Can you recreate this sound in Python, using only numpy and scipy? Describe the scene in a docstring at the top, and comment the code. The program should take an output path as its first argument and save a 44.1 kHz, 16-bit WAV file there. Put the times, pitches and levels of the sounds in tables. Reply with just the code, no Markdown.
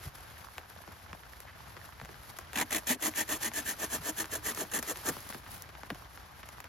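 """A hand saw cuts the woody stalk of a dry palm frond in nineteen quick strokes.
The teeth catch at first, then run freely, tearing fibres that ring the stalk and the steel blade.
Dry leaflets rustle, fibres snap, hands bump the frond, and the cut end scrapes through the grass.
Light rain patters all round; heavy drops slap a stretched tarpaulin nearby."""
import sys
import numpy as np
from scipy import signal
from scipy.fft import rfft, irfft, next_fast_len
from scipy.io import wavfile
from scipy.ndimage import uniform_filter1d

SR = 44100
rng = np.random.default_rng(int(sys.argv[2]) if len(sys.argv) > 2 else 0)


def to_wav(sig):
    """Store sig (one row per channel, or 1-D mono) as 16-bit WAV at the path in sys.argv[1].

    Samples outside -1..1 are clipped; the rate is SR.
    """
    pcm = np.clip(np.atleast_2d(sig), -1, 1) * 32767
    pcm = np.round(pcm).astype(np.int16)
    wavfile.write(sys.argv[1], SR, pcm.T)  # frames by channels


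N = 294588
TIME = np.arange(N) / SR

# far rain over outdoor rumble: (frequency [Hz], gain [dB])
WASH_EQ = [(20, -51), (35, -18), (52, 1.5), (100, 1), (200, -11), (420, -17), (900, -11), (1600, -13),
           (2600, -20), (5600, -26.5), (9500, -40.5), (12000, -53), (15000, -54)]
# small near drops: (frequency [Hz], gain [dB])
PATTER_EQ = [(100, -21), (350, -12), (900, -0.5), (1700, 0.5), (2800, -11.5), (5500, -3), (9000, -21),
             (15000, -47)]
# leaflets, shaken harder as the stalk weakens: (time [s], level [dB])
RUSTLE_LEVEL = [(0.0, -52), (0.05, -45.5), (0.11, -55), (1.1, -58.5), (2.85, -55), (3.42, -51), (4.8, -50),
                (5.12, -46), (5.4, -54), (5.99, -59.5), (6.68, -60)]
# leaflets: (frequency [Hz], gain [dB])
RUSTLE_EQ = [(100, -2.5), (250, 0), (1500, 2.5), (2800, -3), (5000, -3), (7500, -6.5), (9500, -1.5),
             (12000, 1), (13500, -12), (15800, -21)]
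# frond handled and giving way: (time [s], level [dB], pitch [Hz], length [s])
BUMPS = [(0.05, -43, 84, 0.047), (1.078, -53.5, 91, 0.1), (2.01, -51.5, 104, 0.05),
         (2.888, -43.5, 235, 0.036), (2.942, -50, 339.7, 0.032), (3.979, -50, 109, 0.042),
         (4.604, -41, 416, 0.029), (4.63, -47, 214, 0.023), (4.777, -43.5, 262.4, 0.023),
         (4.905, -41.5, 470, 0.021), (5.072, -40.5, 380.5, 0.034), (5.084, -43, 200, 0.044),
         (5.906, -39, 620, 0.006), (5.908, -42.5, 218, 0.031)]
# hands and sleeves on the frond: (time [s], level [dB], pitch [Hz], length [s])
SCUFFS = [(0.895, -58, 1180, 0.059), (1.463, -54.5, 1720, 0.054), (5.456, -53.5, 1400, 0.025),
          (6.427, -56, 2220, 0.02)]
# breaking fibres: (time [s], tick [dB], body [dB])
SNAPS = [(0.5813, -43, -35.5), (1.4032, -41.5, -47.5), (2.049, -46, -45.5), (2.056, -49, -49),
         (2.3869, -36, -46), (2.532, -40, -38), (4.243, -46, -39), (4.2564, -43, -42), (4.548, -34, -50),
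         (4.827, -32, -40.5), (4.83, -41, -44), (4.972, -36.5, -49), (5.088, -27, -37), (5.205, -44, -55),
         (5.2907, -38, -61), (5.4635, -64, -50), (5.566, -50, -58), (5.622, -37.5, -66), (5.691, -53, -49),
         (5.752, -64, -46.5), (5.903, -42, -33), (5.947, -48, -49), (6.4889, -45, -47),
         (6.6036, -41.5, -49), (6.642, -45.5, -45.5)]
# distinct drops on the tarpaulin: (time [s], slap [dB], cloth ring [dB], slap pitch [Hz])
DROPS = [(0.877, -45.5, -49, 540), (1.13, -38.5, -47.5, 1250), (1.767, -44, -53, 1170),
         (1.999, -43.5, -70, 1590), (2.014, -42, -57, 900), (2.091, -47, -49.5, 700),
         (2.389, -41, -60, 800), (3.138, -42, -62, 1700), (4.574, -36.5, -44, 990), (4.65, -47, -52, 1100),
         (4.958, -40.5, -51, 1430), (5.167, -41.5, -46, 610), (5.346, -39, -42.5, 1110),
         (5.833, -39.5, -49.5, 735), (6.1746, -43.5, -56, 1160), (6.431, -43.5, -62, 1600),
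         (6.602, -43.5, -63, 1126)]
# push and pull in turn: (start [s], fastest [s], end [s], effort [dB], stalk boom [dB], blade ring [Hz])
STROKES = [(2.53, 2.604, 2.648, 3, 2, 1890), (2.7, 2.742, 2.806, 3.5, -2, 1967),
           (2.858, 2.9, 2.966, 5, 0, 1815), (2.992, 3.062, 3.11, 3, 0.5, 1928),
           (3.142, 3.197, 3.246, 3.5, 0, 1790), (3.264, 3.329, 3.386, .5, 1, 1810),
           (3.396, 3.457, 3.505, 1, 0, 1820), (3.518, 3.584, 3.624, -0.5, -3.5, 1777),
           (3.636, 3.703, 3.745, -0.5, -0.5, 1806), (3.772, 3.835, 3.872, -2, 1.5, 1794),
           (3.882, 3.947, 3.983, 0, 1.5, 1737), (4.018, 4.094, 4.119, -0.2, -0.5, 1757),
           (4.156, 4.202, 4.246, 0, 0.5, 1795), (4.292, 4.351, 4.391, -1, 0, 1750),
           (4.424, 4.477, 4.534, 0.9, 1, 1870), (4.552, 4.612, 4.648, -0.5, -0.5, 1720),
           (4.7, 4.758, 4.815, 1, 1, 1820), (4.858, 4.9, 4.942, -0.8, -1.5, 1800),
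           (5.035, 5.088, 5.113, 1.5, 4.5, 1716)]
# caught teeth breaking free: (time [s], force [dB re full sawing])
CATCHES = [(2.556, -4), (2.572, -8), (2.583, -6), (2.598, -8), (2.611, -2.5), (2.706, -5), (2.718, -1),
           (2.725, -4), (2.745, -2.5), (2.756, -10), (2.78, -8), (2.868, -15), (3.022, -7), (3.289, -3),
           (3.444, -5), (3.535, -7), (4.198, -9), (4.351, -5), (4.714, -15), (4.735, -3), (4.787, -2.5)]
# stalk resonances: (frequency [Hz], width [Hz], first stroke [dB], last [dB], pull gain = push loss [dB])
STALK_MODES = [(238.7, 25, 4, -3.5, -2.5), (309.2, 22, 3.5, 7, 3), (436, 99, -7.5, 2, 2),
               (629, 96, -3.5, -4.5, 3), (804, 170, -6, -10.5, -1.5), (958, 110, -4.5, -8.5, 1.5),
               (1160, 250, -10, -3.5, 0.5)]
# blade side resonances: (frequency [Hz], width [Hz], level [dB])
BLADE_MODES = [(1590, 140, -19), (2060, 130, -18.5), (2327, 120, -7.5), (2605, 170, -8), (3000, 260, -9),
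               (3414, 190, -11), (3870, 700, -9.5)]
# tearing fibres: (frequency [Hz], gain [dB])
TEARING_EQ = [(300, -26.5), (1200, -1.5), (2600, -4.5), (4600, -3), (5400, -5.5), (6400, 5), (7400, 1),
              (8100, 2.5), (9500, -0.5), (11200, 1.5), (12300, 0), (13500, -7.5), (15800, -12)]
# thin high tones of the steel: (frequency [Hz], width [Hz], level [dB re tearing hiss])
STEEL_TONES = [(2765, 57, -22.5), (3070, 19, -22.5), (3450, 69, -22), (7200, 32, -22.5), (9900, 34, -12.5),
               (10960, 50, -12)]
# cut end in the grass: (peak time [s], level [dB])
SCRAPES = [(5.13, -45), (5.31, -46), (5.539, -44.5)]
# scraped grass: (frequency [Hz], gain [dB])
GRASS_EQ = [(70, -4.5), (190, 7.5), (400, -8), (900, 0.5), (2000, -4.5), (2800, -8.5), (4800, -7.5),
            (7000, -10.5), (10000, -1.5), (15000, -13)]
# frond, left to right: (frequency [Hz], coherence [0-1])
FROND_COHERENCE = [(100, .88), (320, .87), (550, .55), (950, .78), (1350, .5), (1850, .93), (2300, .68),
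                   (4200, .58), (7300, .76), (8300, .96), (8800, .98), (9800, .8), (12200, .77),
                   (12900, .995)]
# rain and grass, left to right: (frequency [Hz], coherence [0-1])
RAIN_COHERENCE = [(80, .88), (300, .45), (1300, .2), (3000, .42), (7000, .42), (8300, .98), (8800, .98),
                  (10000, .8), (12200, .78), (12900, .995)]
# microphone ports: (frequency [Hz], left phase lead [rad])
PORT_PHASE = [(100, 0), (2000, .2), (5200, .9), (5750, -1.4), (6900, -.7), (7700, -2.5), (8500, -3.1),
              (10000, -4.05), (12300, -5.5), (12900, -6.28)]
# microphone ports: (frequency [Hz], left over right [dB])
PORT_BALANCE = [(60, 0.5), (180, 1.0), (550, 2.5), (1650, 0.5), (4970, 2.5), (11000, -0.7)]


def amp(db):
    """Decibels to gain."""
    return 10 ** (np.asarray(db) / 20)


def unit(x):
    """Scales to unit rms."""
    return x / np.sqrt(np.mean(x ** 2) + 1e-20)


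def lookup(table, hz):
    """Interpolates a table over log frequency."""
    table_hz, value = np.transpose(table)
    return np.interp(np.log(hz + 1), np.log(table_hz + 1), value)


def add(mix, time_s, sound):
    """Mixes a sound in at time_s."""
    part = mix[..., max(round(time_s * SR), 0):][..., :sound.shape[-1]]
    part += sound[..., :part.shape[-1]]


def bandpass(low_hz, high_hz):
    """Butterworth band-pass sections."""
    return signal.butter(2, [low_hz, high_hz], "band", fs=SR, output="sos")


def colour(x, eq, size=4096):
    """Minimum-phase EQ; clicks keep sharp fronts."""
    log_gain = np.log(amp(lookup(eq, abs(np.fft.fftfreq(size, 1 / SR)))))
    taps = np.fft.ifft(np.exp(np.conj(signal.hilbert(log_gain)))).real
    return signal.oaconvolve(x, taps[None, :size // 2], axes=1)[:, :N]


def resonate(x, hz, width_hz):
    """Unity-gain resonance; hz may be a curve."""
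    carrier = np.exp(2j * np.pi * np.cumsum(hz * np.ones(N)) / SR)
    pole = np.exp(-np.pi * width_hz / SR)
    return 2 * (carrier * signal.lfilter([1 - pole], [1, -pole], x / carrier + 1e-18)).real


def noise():
    """Independent white noise, left and right."""
    return rng.standard_normal((2, N))


def drift(rate_hz, size=16384):
    """Smooth random curve, unit rms."""
    lowpass = np.exp(-(np.fft.rfftfreq(size, TIME[-1] / size) / rate_hz) ** 2)
    slow = irfft(rfft(rng.standard_normal(size)) * lowpass, size)
    return unit(np.interp(TIME, np.linspace(0, TIME[-1], size), slow))


def clicks(per_s, spread_db):
    """Random stereo impulses, a few much larger than the rest."""
    chance = rng.random((2, N)) * SR / per_s
    hit = chance < 1
    out = np.zeros((2, N))
    out[hit] = amp(spread_db * np.minimum(-np.log(chance[hit]), 4))
    return out * rng.choice([-1, 1], N)


def burst(low_hz, high_hz, t60_s, size=6000):
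    """Decaying band noise, unit rms over its loudest 3 ms."""
    puff = rng.standard_normal((2, size)) * np.exp(-np.log(1000) * TIME[:size] / t60_s)
    puff = signal.sosfilt(bandpass(low_hz, high_hz), puff)
    return puff / np.sqrt(uniform_filter1d((puff ** 2).mean(0), size=132).max())


def bending_wave(low_hz, high_hz, lag_s, size=6000):
    """Dispersed click with a noise tail: lows arrive last. lag_s holds near 1 kHz."""
    hz = np.fft.rfftfreq(size, 1 / SR)
    delay_s = lag_s * (1000 / (hz + 100)) ** 0.901
    band = signal.sosfreqz(bandpass(low_hz, high_hz), hz, fs=SR)[1]
    chirp = irfft(band * np.exp(-2j * np.pi * np.cumsum(delay_s) * SR / size), size)
    chirp /= np.sqrt(uniform_filter1d(chirp ** 2, size=132).max())
    return chirp + 0.53 * burst(low_hz, high_hz, t60_s=0.038, size=size)


def blend(pair, coherence):
    """Cross-feeds left and right to the given coherence."""
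    size = next_fast_len(N + SR // 10)
    angle = np.arcsin(lookup(coherence, np.fft.rfftfreq(size, 1 / SR))) / 2
    spectra = rfft(pair, size)
    return irfft(np.cos(angle) * spectra + np.sin(angle) * spectra[::-1], size)[:, :N]


def rain(wash_db=-53, patter_db=-58, drops_per_s=150, patches=10):
    """Far drops merge into a wash; near ones each sound a patch of cloth or leaf."""
    wash = unit(colour(noise() * amp(1.03 * drift(2.9) + 1.77 * drift(60)), WASH_EQ))
    patter = np.zeros((2, N))
    for hz in np.geomspace(550, 3200, patches):
        note = burst(hz * 0.76, hz * 1.32, t60_s=0.0096) + .5 * burst(450, 11500, t60_s=0.0042)
        patter += signal.oaconvolve(clicks(drops_per_s / patches, 4.6), note, axes=1)[:, :N]
    return amp(wash_db) * wash + amp(patter_db) * unit(colour(patter, PATTER_EQ))


def leaflets(swell_db=2.34):
    """Dry leaflets rub in clumped crackles as the frond sways."""
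    crackle = unit(clicks(2000, 2.94)) * amp(3.56 * drift(41)) + 0.83 * noise()
    level_db = np.interp(TIME, *np.transpose(RUSTLE_LEVEL)) + swell_db * drift(10.2)
    return amp(level_db) * unit(colour(crackle, RUSTLE_EQ))


def bumps(preroll=4000):
    """Soft blows and scuffs make the frond shudder briefly."""
    out = np.zeros(N)
    for time_s, db, hz, length_s in BUMPS + SCUFFS:
        window = np.sin(np.linspace(0, np.pi, round(length_s * SR)))
        force = rng.standard_normal(preroll + len(window))
        shudder = signal.sosfilt(bandpass(hz * 0.56, hz * 1.35), force)[preroll:]
        add(out, time_s, amp(db) * unit(window * shudder))
    return out


def snaps(knock_db=-11):
    """A fibre breaks: a dry tick, and a crack that runs along the stalk."""
    out = np.zeros((2, N))
    for time_s, tick_db, body_db in SNAPS:
        tick = burst(5700, 12500, t60_s=0.0068) + 0.18 * burst(4700, 14000, t60_s=0.078)
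        body = bending_wave(630, 2530, lag_s=0.00115) + amp(knock_db) * burst(310, 910, t60_s=0.085)
        add(out, time_s, amp(tick_db) * tick + amp(body_db) * body)
    return out


def stray_drops(count=4, slap_db=-42.5, cloth_db=-70, spread_db=4, low_hz=850, high_hz=1800):
    """Drops slapping at random with almost no cloth ring, as rows like DROPS."""
    rows = []
    for when, weight, place in rng.random((count, 3)):
        offset_db = spread_db * (weight - .5)
        hz = low_hz * (high_hz / low_hz) ** place
        rows.append((when * TIME[-1], slap_db + offset_db, cloth_db + offset_db, hz))
    return rows


def tarpaulin(spray_db=-9, cloth_lag_s=0.0031):
    """A drop slaps the cloth and sprays; the slower low waves follow."""
    out = np.zeros((2, N))
    for time_s, slap_db, cloth_db, hz in DROPS + stray_drops():
        slap = bending_wave(hz * 0.5, hz + 800, lag_s=0.001396)
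        spray = amp(spray_db) * burst(1900, 7200, t60_s=0.0085)
        add(out, time_s, amp(slap_db) * (slap + spray))
        add(out, time_s + cloth_lag_s, amp(cloth_db) * burst(147, 430, t60_s=0.12))
    return out


def per_stroke(values):
    """Holds one value through each stroke."""
    return np.interp(TIME, np.array(STROKES)[:, [0, 2]].ravel(), np.repeat(values, 2))


def stalls(hold_db=-8, hold_s=0.0029):
    """Gain dips: the blade is held back before each caught tooth lets go."""
    held = sum(np.exp(-((TIME - time_s + hold_s / 2) / hold_s) ** 2) for time_s, _ in CATCHES)
    return amp(hold_db * held)


def catches(rise_s=0.0021):
    """Each caught tooth lets go with a short jerk."""
    jerks = np.zeros(N)
    age = TIME[:SR // 10] / rise_s
    for time_s, db in CATCHES:
        add(jerks, time_s, amp(db) * age * np.exp(1 - age))
    return jerks


def teeth(speed, full_speed_hz=330, pulse_share=0.26, uneven_db=1.56):
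    """Each passing tooth snaps a clump of fine fibres, now and then a coarse one."""
    passed = np.cumsum(full_speed_hz * (.3 + .7 * speed) * (1 + .35 * drift(120))) / SR
    pulses = unit(1 - pulse_share + pulse_share * 3 * np.exp(-(passed % 1) / .3))
    fibres = unit(clicks(9000, 2.0)) + .5 * noise() + .5 * unit(clicks(330, 2.5))
    tearing = amp(uneven_db * drift(70)) * unit(pulses * fibres)
    return pulses, tearing


def stalk_ring(tearing, shove, depth, pull, lag_cycles=1.9, flex=0.022):
    """The stalk rings after each shove, low modes latest; the holding hand flexes their pitch."""
    ring = np.zeros((2, N))
    for hz, width_hz, first_db, last_db, pull_db in STALK_MODES:
        drive = shove * amp(first_db + (last_db - first_db) * depth + pull_db * pull)
        late_drive = np.interp(TIME - lag_cycles / hz, TIME, drive)
        ring += resonate(late_drive * tearing, hz * (1 + flex * drift(5.8)), width_hz)
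    ring = colour(ring, eq=[(80, -6), (160, -2), (220, 2.5), (1400, 4.5), (4000, -21)])
    return unit(ring) * np.sqrt(np.mean(shove ** 2))


def blade_ring(tearing, pulses, depth, centre_hz, width_hz=380, glide=.06, wander=0.019):
    """A push shortens the free steel and raises its ring; the deepening cut damps its side modes."""
    ends_s = np.array(STROKES)[:, [0, 2]].ravel()
    travel = np.interp(TIME, ends_s, np.resize([-1, 1, 1, -1], len(ends_s)))
    ring_hz = centre_hz * (1 + glide * travel + wander * drift(27))
    main = unit(resonate(resonate(tearing, ring_hz, width_hz), ring_hz, width_hz))
    sides = sum(amp(db) * unit(resonate(pulses * noise(), hz, width)) for hz, width, db in BLADE_MODES)
    return unit(main + amp(10 * (0.16 - depth)) * sides)


def tearing_hiss(tearing, t60_s=0.043, shimmer_db=-4, size=4000):
    """Fibres hiss; the thin steel adds a short, dense shimmer and high tones."""
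    tail = rng.standard_normal(size) * np.exp(-np.log(1000) * TIME[:size] / t60_s)
    shimmer = signal.oaconvolve(tearing, tail[None] / np.linalg.norm(tail), axes=1)[:, :N]
    tones = sum(amp(db) * unit(resonate(noise(), hz, width)) for hz, width, db in STEEL_TONES)
    return unit(colour(tearing + amp(shimmer_db) * shimmer, TEARING_EQ)) + tones


def saw(stalk_db=-39.5, blade_db=-41, hiss_db=-34.5, push_db=1, bury_s=0.37, skate_s=0.23):
    """Teeth tear fibres at a rate set by blade speed; the tearing rings stalk and blade."""
    rows = np.array(STROKES)
    speed = sum(np.sin(np.pi * np.interp(TIME, row[:3], [0, .5, 1])) for row in rows).clip(0)
    effort_db, boom_db, ring_hz = (per_stroke(column) for column in rows.T[3:])
    pull = per_stroke(np.resize([-1, 1], len(rows)))  # -1 push, +1 pull
    cut_s = rows[-1, 2] - rows[0, 0]
    elapsed_s = np.clip(TIME - rows[0, 0], 0, cut_s)
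    depth = elapsed_s / cut_s
    skate = np.exp(-(elapsed_s / skate_s) ** 10)  # teeth first skate on the hard skin
    free_db = 2.5 * np.exp(-(elapsed_s / bury_s) ** 2)  # blade louder until buried
    pinch_db = 1.47 * drift(6.7)  # the cut pinches the steel unevenly
    blade_gain = amp(blade_db + effort_db + free_db + pinch_db - push_db * pull)
    hiss_gain = amp(hiss_db + effort_db - 3 * skate)
    jerks = catches()
    bite = speed ** 1.63 * amp(-0.5 * skate) * stalls() + jerks
    shove = (speed ** 1.72 + 0.88 * jerks) * amp(stalk_db + effort_db + boom_db)
    pulses, tearing = teeth(speed)
    stalk = stalk_ring(tearing, shove, depth, pull)
    blade = blade_ring(tearing, pulses, depth, ring_hz)
    return stalk + bite * (blade_gain * blade + hiss_gain * tearing_hiss(tearing))


def falling_end(rise_db_per_s=280, fall_db_per_s=184):
    """The severed piece drags through the grass in uneven scrapes."""
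    grain = unit(clicks(1800, 4.0)) * amp(3 * drift(60)) + .4 * noise()
    level = sum(amp(db - np.maximum(rise_db_per_s * (peak_s - TIME), fall_db_per_s * (TIME - peak_s)))
                for peak_s, db in SCRAPES)
    return level * unit(colour(grain, GRASS_EQ))


def scene():
    """Frond straight ahead, rain all round."""
    frond = blend(saw() + leaflets() + snaps(), FROND_COHERENCE) + bumps()
    return frond + blend(rain() + tarpaulin() + falling_end(), RAIN_COHERENCE)


def record(dry):
    """Two microphone ports differing in phase and level, then a 16 kHz low-pass."""
    size = next_fast_len(N + SR // 10)
    hz = np.fft.rfftfreq(size, 1 / SR)
    phase_rad, lean = lookup(PORT_PHASE, hz), amp(lookup(PORT_BALANCE, hz) / 2)
    left, right = rfft(dry, size)
    pair = irfft(np.array([left * lean * np.exp(1j * phase_rad), right / lean]), size)[:, :N]
    lowpass = signal.firwin(511, 16000, window=("kaiser", 9), fs=SR)
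    return signal.oaconvolve(pair, lowpass[None], "same")


dry = scene()
out = record(dry)
to_wav(out)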